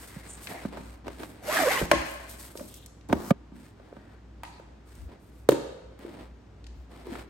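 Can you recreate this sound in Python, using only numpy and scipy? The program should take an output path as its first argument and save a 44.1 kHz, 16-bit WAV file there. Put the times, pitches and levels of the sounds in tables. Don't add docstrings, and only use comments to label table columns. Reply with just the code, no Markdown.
import sys
import numpy as np
from scipy import signal
from scipy.fft import rfft, irfft, next_fast_len
from scipy.io import wavfile
from scipy.ndimage import map_coordinates

SR = 44100
rng = np.random.default_rng(int(sys.argv[2]) if len(sys.argv) > 2 else 0)


def waveform_to_disk(signal):
    frames = np.transpose(np.atleast_2d(signal))
    scaled = np.clip(frames, -1, 1) * 32767
    samples = np.round(scaled).astype(np.int16)
    wavfile.write(sys.argv[1], SR, samples)


N = 321577
TIME = np.arange(N) / SR
CUTOFF_HZ = 16100
RUB_ATTACK_S, RUB_RELEASE_S = 0.036, 0.03

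# (frequency [Hz], relative density [dB])
AIR_SPECTRUM = [(25, -19.5), (64, -2), (145, -7.5), (293, -7.5), (516, -18), (1500, -26.5), (3000, -35),
                (7000, -42.5), (16000, -62)]
BRUSH_SPECTRUM = [(1500, -13), (4000, -3), (6200, -3.5), (8700, 4), (12000, 2), (15500, -6.5)]
RUB_SPECTRUM = [(120, -3), (300, -0.5), (480, -5.5), (720, -6), (1300, -3.5), (1700, -4), (2100, -5.5),
                (2700, -10), (4200, -13), (6200, -19), (8700, -12.5), (15000, -24.5)]
CARD_CRACK_SPECTRUM = [(300, -21), (900, -5), (1900, -9.5), (5000, -24), (10000, -26.5), (16000, -37)]
SLIDE_SPECTRUM = [(120, -5), (330, 2.5), (600, -1), (1100, -9), (2100, -8.5), (2800, -16), (6000, -21.5),
                  (11500, -19), (16000, -32)]
LOW_SWELL_SPECTRUM = [(20, -33), (40, -12), (58, 30), (85, 11), (130, -9.5), (260, -39)]
DRAG_SPECTRUM = [(100, -11), (240, -1), (700, -12), (1100, -13.5), (2800, -31), (9000, -31), (16000, -34)]
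TRAY_CRACK_SPECTRUM = [(650, -10.5), (950, 1.5), (1250, -10), (1650, -7), (2100, -14.5), (4000, -16),
                       (5200, -24.5), (9000, -20.5), (16000, -23)]
# (frequency [Hz], relative level [dB])
HUM_TONES = [(59.2, -55.5), (102.3, -64.5)]
# (start [s], length [s], level [dB])
SKIN_BRUSHES = [(-0.04, 0.14, -52.5), (0.393, .11, -46.5), (1.16, 0.14, -58), (1.947, 0.19, -52),
                (2.273, 0.028, -41), (2.369, 0.096, -48), (2.527, 0.24, -53.5), (5.174, 0.24, -70)]
# (start [s], length [s], rasp level [dB], brightness [dB])
CARD_RUBS = [(-0.03, 0.69, -54.5, 4), (0.47, 0.085, -48.5, -3), (0.603, 0.045, -48, -1.5),
             (0.699, 0.083, -52, -4.5), (0.753, 0.19, -58.5, 4), (1.038, 0.045, -48, -6),
             (1.093, 0.063, -55, 3), (1.167, 0.068, -48, 0), (1.235, 0.21, -59, -1),
             (2.13, 0.37, -55.5, 4.5), (2.604, 0.13, -81, -6), (3.531, 0.16, -62, 3.5),
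             (3.758, 0.38, -67, -5), (4.85, 0.17, -62.5, 5.5), (5.063, 0.079, -61, -6),
             (5.976, 0.18, -56.5, -3), (6.152, 0.088, -54, -5), (6.887, 0.28, -57.5, -2.5),
             (7.086, 0.11, -48, -1)]
# (start [s], length [s], resonance [Hz], level [dB])
EDGE_SCRAPES = [(0.056, 0.21, 1950, -59), (0.267, 0.073, 7830, -47), (0.457, 0.13, 2000, -48.5),
                (0.494, 0.08, 714, -45), (1.57, 0.042, 288, -32), (1.674, 0.045, 2080, -29.5),
                (2.576, 0.035, 574, -43.5), (2.674, 0.16, 3430, -60.5), (3.967, 0.2, 1680, -65.5),
                (4.498, 0.06, 4400, -61.5)]
# (time [s], relative level [dB], flex pitch [Hz], hardness [dB], room send [dB])
BOX_BLOWS = [(0.162, -30.5, 167, -50, -38), (0.65, -20.5, 221, -36, -16), (0.771, -36.5, 227, -10.5, -4),
             (1.067, -32, 295, -38, -8.5), (1.08, -38, 690, -4.5, -15), (1.203, -30.5, 352, -38, -5),
             (1.232, -50, 654, 9.5, -29), (1.813, -17, 393, -42, -16.5), (1.82, -21.5, 168, -25, -13.5),
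             (2.553, -35, 430, -22.5, -4), (2.607, -32.5, 250, -41, -9.5), (3.098, -28, 108, -25, -26),
             (3.127, -13.5, 740, -16.5, -26.5), (3.128, -10.5, 258, -42, -17.5),
             (3.3058, -15, 645, -17.5, -50.5), (3.3075, -7, 196, -35, -69), (3.518, -37, 235, -50, -4),
             (3.798, -44, 510, -24.5, -17), (3.9255, -34.5, 460, -38, -23), (3.966, -39, 220, -23, -16),
             (4.597, -43, 477, -17, -8)]
SLEEVE_BLOWS = [(1.9134, -9.5, 780, -1, -9.5), (1.9285, -19.5, 560, -32, -6), (1.9338, -17, 310, -42, -11)]
TRAY_BLOWS = [(4.433, -34, 860, -8, -3.5), (5.4883, -1.5, 455, -20, -11.5), (5.5188, -16.5, 476, -19, -20),
              (5.524, -16.5, 320, -27, -28), (5.543, -23, 433, -24, -24), (5.9895, -40.5, 245, -13, -31),
              (6.047, -30.5, 372, -38, -6.5), (7.067, -32, 383, -22, 1), (7.117, -30, 252, -31, -22)]
# (frequency [Hz], relative level [dB], t60 [s])
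BOX_RING = [(231, -15.5, 0.15), (388, -1, 0.064), (554, 8.5, 0.034), (684, 1, 0.038), (915, 0.5, 0.036),
            (1212, -3.5, 0.036), (1530, 1, 0.028), (2250, -9, 0.026)]
SLEEVE_RING = [(322, -10.5, 0.052), (575, -2.5, 0.065), (660, -11, 0.092), (1075, -9.5, 0.089),
               (1644, -8.5, 0.018), (2010, -4, 0.018), (3050, -16, 0.0087)]
TRAY_RING = [(132, -9.5, 0.15), (296, -1, 0.06), (444.5, -15, 0.43), (571, -8.5, 0.26), (518, -19, 0.9),
             (914, -22.5, 0.4)]
# (frequency [Hz], relative level [dB], t60 [s])
ROOM_TAIL = [(100, 2.5, 0.96), (283.5, 14.5, 0.43), (447, -4.5, 1), (880, 3.5, 0.96), (2015, 4, 0.97),
             (5440, 7, 0.83), (8470, 13, 0.56), (15400, -15, 0.17)]
# (time [s], level [dB], centre [Hz])
NAIL_TICKS = [(0.471, -30.5, 3530), (2.305, -51, 9400), (2.574, -38, 7500), (2.596, -39, 1480),
              (2.741, -40, 11000), (2.861, -41, 10500), (3.011, -55.5, 4030), (3.0883, -47, 9350),
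              (4.434, -37, 2200), (4.442, -40, 1400), (4.45, -39.5, 2900), (4.952, -51.5, 10000),
              (5.509, -35, 9000), (5.519, -35, 3000), (6.642, -50.5, 5150), (6.667, -45.5, 5600),
              (7.154, -35, 1670)]
# (time [s], level [dB])
SLIDE_RASP = [(1.41, -61.5), (1.5, -31.5), (1.575, -24.5), (1.66, -33), (1.73, -27), (1.8, -33),
              (1.855, -42), (1.875, -60), (1.905, -50)]
# (start [s], length [s], first pitch [Hz], last pitch [Hz], relative level [dB])
SLEEVE_SQUEAKS = [(1.478, .04, 580, 640, -28), (1.533, .04, 640, 670, -33), (1.49, .06, 880, 1250, -34),
                  (1.558, .04, 1780, 1600, -29), (1.704, .018, 740, 860, -25),
                  (1.74, .055, 1150, 1020, -31), (1.762, .016, 2010, 1970, -23),
                  (1.755, .055, 2600, 3200, -39)]
# (time [s], pitch [Hz], relative level [dB])
SLEEVE_GROAN = [(1.588, 725, -31), (1.602, 720, -25), (1.635, 655, -28), (1.674, 475, -20),
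                (1.694, 620, -27)]
# (start [s], length [s], level [dB])
LOW_SWELLS = [(1.813, 0.041, -32), (1.935, 0.088, -34.5), (3.095, 0.12, -37), (4.981, 0.12, -35),
              (6.724, 0.15, -42.5)]
# (frequency [Hz], side minus mid [dB])
STEREO_WIDTH = [(60, -17.5), (200, -14), (380, -6), (700, -4), (1290, -5), (2380, -3.5), (5500, -2),
                (8500, -13.5), (15000, -64)]
# (frequency [Hz], left minus right [dB])
MIC_BALANCE = [(60, 0.5), (200, -1.7), (450, 0), (1200, 0.7), (3500, 2.5), (8000, 0.5)]
# (frequency [Hz], lead of the left [rad])
MIC_PHASE = [(300, 0), (1500, -0.8), (3400, 0.5), (7300, 1), (8600, 0), (10200, -3.1), (11700, -6.2),
             (12700, -6.6), (13700, -9.4), (15200, -12.5)]


def from_db(db):
    return 10 ** (np.asarray(db) / 20)


def rms_one(x):
    return x / np.sqrt(np.mean(x ** 2) + 1e-20)


def at_hz(points, hz, column=1):
    table = np.array(points)
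    return np.interp(np.log(np.maximum(hz, 1)), np.log(table[:, 0]), table[:, column])


def add(track, s, sound):
    start = max(round(s * SR), 0)
    track[:, start:start + sound.shape[-1]] += sound[..., :N - start]


def band(x, low_hz, high_hz, order=2):
    sos = signal.butter(order, [low_hz, min(high_hz, .48 * SR)], "band", fs=SR, output="sos")
    return signal.sosfilt(sos, x)


def resonance(x, hz, octaves):
    return rms_one(band(x, hz * 2 ** (-octaves / 2), hz * 2 ** (octaves / 2)))


def drift(rate):
    knots = rng.standard_normal(N // 8)
    return np.interp(TIME * rate * 2, np.arange(len(knots)), knots)


def swell(length_s):
    return np.sin(np.linspace(0, np.pi, int(length_s * SR)))


def stroke(start_s, length_s, attack_s, release_s):
    age = TIME - start_s
    return np.clip(age / attack_s, 0, 1) * np.exp(-np.clip((age - length_s) / release_s, 0, 30))


def coloured(pair, spectrum):
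    size = next_fast_len(N)
    hz = np.arange(size // 2 + 1) * SR / size
    mid, side = rfft(pair, size) * from_db(at_hz(spectrum, hz)) * hz / (hz + 10)
    side = side * from_db(at_hz(STEREO_WIDTH, hz))
    return rms_one(irfft(np.array([mid + side, mid - side]), size)[:, :N])


def noise(spectrum):
    return coloured(rng.standard_normal((2, N)), spectrum)


def friction(spectrum, grains_per_s, grain_db):
    slips = rng.random(N) < grains_per_s / SR
    strength = from_db(grain_db * np.minimum(rng.exponential(1, N), 4))
    return coloured(slips * strength * rng.standard_normal((2, N)), spectrum)


def rubbing(gains, spectrum, grains_per_s, grain_db, judder_db):
    slips = friction(spectrum, grains_per_s, grain_db)
    zones_hz = [(120, 800), (800, 5000), (5000, 17000)]
    rub = sum(rms_one(band(slips, *zone, order=3)) * gain for zone, gain in zip(zones_hz, gains))
    return rub * from_db(judder_db * drift(45))


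def room_tone(air_db, hum_gain_db, waver_db):
    hum = 0
    for hz, db in HUM_TONES:
        amplitude = np.sqrt(2) * from_db(db + hum_gain_db + waver_db * drift(5))
        hum += amplitude * np.sin(2 * np.pi * hz * TIME + 0.11 * drift(2.7))
    return from_db(air_db) * noise(AIR_SPECTRUM) + hum


def skin_brushes(flutter_db):
    touch = sum(from_db(db) * stroke(s, length, attack_s=0.053, release_s=0.041)
                for s, length, db in SKIN_BRUSHES)
    flutter = from_db(flutter_db * drift(30))
    return touch * flutter * friction(BRUSH_SPECTRUM, grains_per_s=5600, grain_db=1)


def card_rubs(body_db, hiss_db):
    power = 0
    for s, length, db, bright in CARD_RUBS:
        gains = from_db([[db + body_db - bright], [db], [db + hiss_db + bright]])
        power += (gains * stroke(s, length, RUB_ATTACK_S, RUB_RELEASE_S)) ** 2
    return rubbing(np.sqrt(power), RUB_SPECTRUM, grains_per_s=4000, grain_db=1, judder_db=2)


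def edge_scrapes(octaves):
    slips = friction(RUB_SPECTRUM, grains_per_s=1900, grain_db=-1.5)
    return sum(from_db(db) * resonance(slips, hz, octaves) * stroke(s, length, RUB_ATTACK_S, RUB_RELEASE_S)
               for s, length, hz, db in EDGE_SCRAPES)


def knocks(blows, modes, crack_spectrum, flex_db, crack_db, crack_t60, ring_db, ring_follows,
           ring_rise_s, cycles, tightness, bend, pan_db):
    direct, feed = np.zeros((2, 2, N))
    grit, t = noise(crack_spectrum), TIME[:SR]
    crack_rise = 1 - np.exp(-t / 0.00088)
    mode_hz, mode_db, mode_t60 = np.transpose(modes)[:, :, None]
    decay = from_db(mode_db - 60 * t / mode_t60) * (1 - np.exp(-t / ring_rise_s))
    rings = decay * np.exp(2j * np.pi * mode_hz * t)
    spread = from_db(at_hz(STEREO_WIDTH, mode_hz[:, 0]))
    for s, db, hz, hardness, send_db in blows:
        age = t * hz / cycles
        pulse = (age * np.exp(1 - age)) ** tightness
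        flex = pulse * np.sin(2 * np.pi * cycles * age ** bend / bend)
        flex = band(flex, 0.29 * hz, CUTOFF_HZ, order=1)
        strength, skew = rng.standard_normal((2, len(modes)))
        phases = np.exp(1j * spread * np.sign(skew) * [[.7], [-.7]])
        weights = from_db(0.5 * strength) * (-1) ** np.arange(len(modes)) * phases
        ring = from_db(ring_db + ring_follows * hardness) * (weights @ rings).imag
        crack = np.roll(grit, -round(s * SR), axis=1)[:, :len(t)] * crack_rise
        crack *= from_db(hardness + crack_db - 60 * t / crack_t60)
        knock = from_db(db) * (from_db(flex_db) * flex + ring + crack)
        add(direct, s, knock * from_db([[pan_db / 2], [-pan_db / 2]]))
        add(feed, s, knock * from_db(send_db))
    return np.array([direct, feed])


def kitchen(feed, build_s, side_db):
    t, response = TIME[:SR * 5 // 4], 0
    white = rng.standard_normal((2, 2, len(t)))
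    edges_hz = np.geomspace(70, 17000, 15)
    for k, (low, high) in enumerate(zip(edges_hz, edges_hz[1:])):
        hz = np.sqrt(low * high)
        mid, side = band(white[k % 2], low, high)
        pair = mid + from_db(at_hz(STEREO_WIDTH, hz) + side_db) * side * [[1], [-1]]
        response += pair * from_db(at_hz(ROOM_TAIL, hz) - 60 * t / at_hz(ROOM_TAIL, hz, column=2))
    response *= (1 - np.exp(-(t / build_s) ** 2)) * np.sqrt(10 / SR)
    return signal.fftconvolve(feed, response, axes=1)[:, :N]


def nail_ticks(octaves, t60, send_db):
    direct, grit, t = np.zeros((2, N)), noise(CARD_CRACK_SPECTRUM), TIME[:SR // 10]
    for s, db, hz in NAIL_TICKS:
        click = resonance(grit[:, round(s * SR):][:, :len(t)], hz, octaves)
        add(direct, s, click * from_db(db - 60 * t / t60))
    return np.array([direct, direct * from_db(send_db)])


def sleeve_slide(body_db, body_follows, hiss_db, hiss_follows):
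    times, levels = np.transpose(SLIDE_RASP)
    rasp_db = np.interp(TIME, times, levels)
    speed_db = rasp_db + 29.5
    touch = stroke(times[0], times[-1] - times[0], attack_s=0.024, release_s=0.014)
    gains = from_db([body_db + body_follows * speed_db, rasp_db, hiss_db + hiss_follows * speed_db])
    return rubbing(touch * gains, SLIDE_SPECTRUM, grains_per_s=9000, grain_db=2, judder_db=1.3)


def sleeve_cavity(slide, delays_s, echo_db):
    delay = np.interp(TIME, [SLIDE_RASP[0][0], SLIDE_RASP[-1][0]], delays_s)
    gain, echoes = from_db(echo_db), 0
    for k in range(3):
        delayed = [map_coordinates(channel, [(TIME - k * delay) * SR], order=3) for channel in slide]
        echoes += gain ** k * np.array(delayed)
    return echoes / np.sqrt(1 + gain ** 2 + gain ** 4)


def squeals(waver, flutter_db, overtone_db):
    wobble = 1 + waver * drift(160)
    flutter = from_db(flutter_db * drift(110))
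    times, pitches, levels = np.transpose(SLEEVE_GROAN)
    phase = 2 * np.pi * np.cumsum(np.interp(TIME, times, pitches) * wobble) / SR
    phase = phase + rng.normal(0, 0.21, (2, 1))
    groan = np.sin(phase) + from_db(overtone_db) * (np.sin(2 * phase) + np.sin(3 * phase))
    grip = stroke(times[0], times[-1] - times[0], attack_s=.004, release_s=.004)
    tones = rms_one(groan) * from_db(np.interp(TIME, times, levels)) * grip
    for s, length, first_hz, last_hz, db in SLEEVE_SQUEAKS:
        shape = swell(length)
        hz = np.linspace(first_hz, last_hz, len(shape)) * wobble[round(s * SR):][:len(shape)]
        squeak = rms_one(np.sin(2 * np.pi * np.cumsum(hz) / SR))
        add(tones, s, from_db(db) * squeak * shape)
    return tones * flutter * from_db([[-3], [1.5]])


def low_swells():
    envelope = np.zeros((2, N))
    for s, length, db in LOW_SWELLS:
        add(envelope, s, from_db(db) * swell(length))
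    return envelope * noise(LOW_SWELL_SPECTRUM)


def stone_drag(start_s, length_s, body_db, rasp_db, hiss_db, tilt_db_per_s):
    from_halfway_s = np.clip(TIME - start_s, 0, length_s) - length_s / 2
    tilt_db = tilt_db_per_s * from_halfway_s * [[-1], [0], [1]]
    gains = from_db(tilt_db + [[body_db], [rasp_db], [hiss_db]])
    touch = stroke(start_s, length_s, attack_s=0.0051, release_s=0.0045)
    return rubbing(touch * gains, DRAG_SPECTRUM, grains_per_s=6100, grain_db=1, judder_db=0)


def scene():
    rubs = card_rubs(body_db=3.5, hiss_db=-7.5)
    slide = sleeve_slide(body_db=-37.5, body_follows=0.26, hiss_db=-36, hiss_follows=0.83)
    slide = sleeve_cavity(slide, delays_s=(.0013, .0022), echo_db=-12)
    slide += squeals(waver=.042, flutter_db=3.8, overtone_db=-13)
    drag = stone_drag(3.088, length_s=0.22, body_db=-38, rasp_db=-46, hiss_db=-54.5, tilt_db_per_s=67)
    box = knocks(BOX_BLOWS, BOX_RING, CARD_CRACK_SPECTRUM, flex_db=0, crack_db=12, crack_t60=0.022,
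                 ring_db=2.5, ring_follows=0.49, ring_rise_s=0.0012,
                 cycles=1.47, tightness=7.1, bend=0.858, pan_db=-2)
    sleeve = knocks(SLEEVE_BLOWS, SLEEVE_RING, CARD_CRACK_SPECTRUM, flex_db=2, crack_db=5,
                    crack_t60=0.027, ring_db=3.5, ring_follows=0.074, ring_rise_s=0.0013,
                    cycles=1.31, tightness=18, bend=0.69, pan_db=-1)
    tray = knocks(TRAY_BLOWS, TRAY_RING, TRAY_CRACK_SPECTRUM, flex_db=0.5, crack_db=9.5,
                  crack_t60=0.029, ring_db=-14, ring_follows=0, ring_rise_s=0.0075,
                  cycles=1.64, tightness=4.45, bend=1, pan_db=0)
    direct, feed = box + sleeve + tray + nail_ticks(octaves=1.36, t60=0.028, send_db=-11)
    room = kitchen(feed + from_db(-17.5) * slide, build_s=0.01, side_db=4)
    close = rubs + edge_scrapes(octaves=0.41) + slide + drag + direct
    ambience = low_swells() + room_tone(air_db=-54, hum_gain_db=2.3, waver_db=4.5)
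    return close + skin_brushes(flutter_db=3) + room + ambience


def record(dry):
    size = next_fast_len(N)
    hz = np.arange(size // 2 + 1) * SR / size
    lean, lead = at_hz(MIC_BALANCE, hz), at_hz(MIC_PHASE, hz)
    mics = from_db([lean / 2, -lean / 2]) * np.exp(1j * np.array([lead / 2, -lead / 2]))
    heard = irfft(rfft(dry, size) * mics, size)[:, :N]
    low_pass = signal.ellip(10, .1, 80, CUTOFF_HZ, fs=SR, output="sos")
    return signal.sosfilt(low_pass, np.clip(heard, -.98, .98))


dry = scene()
out = record(dry)
waveform_to_disk(out)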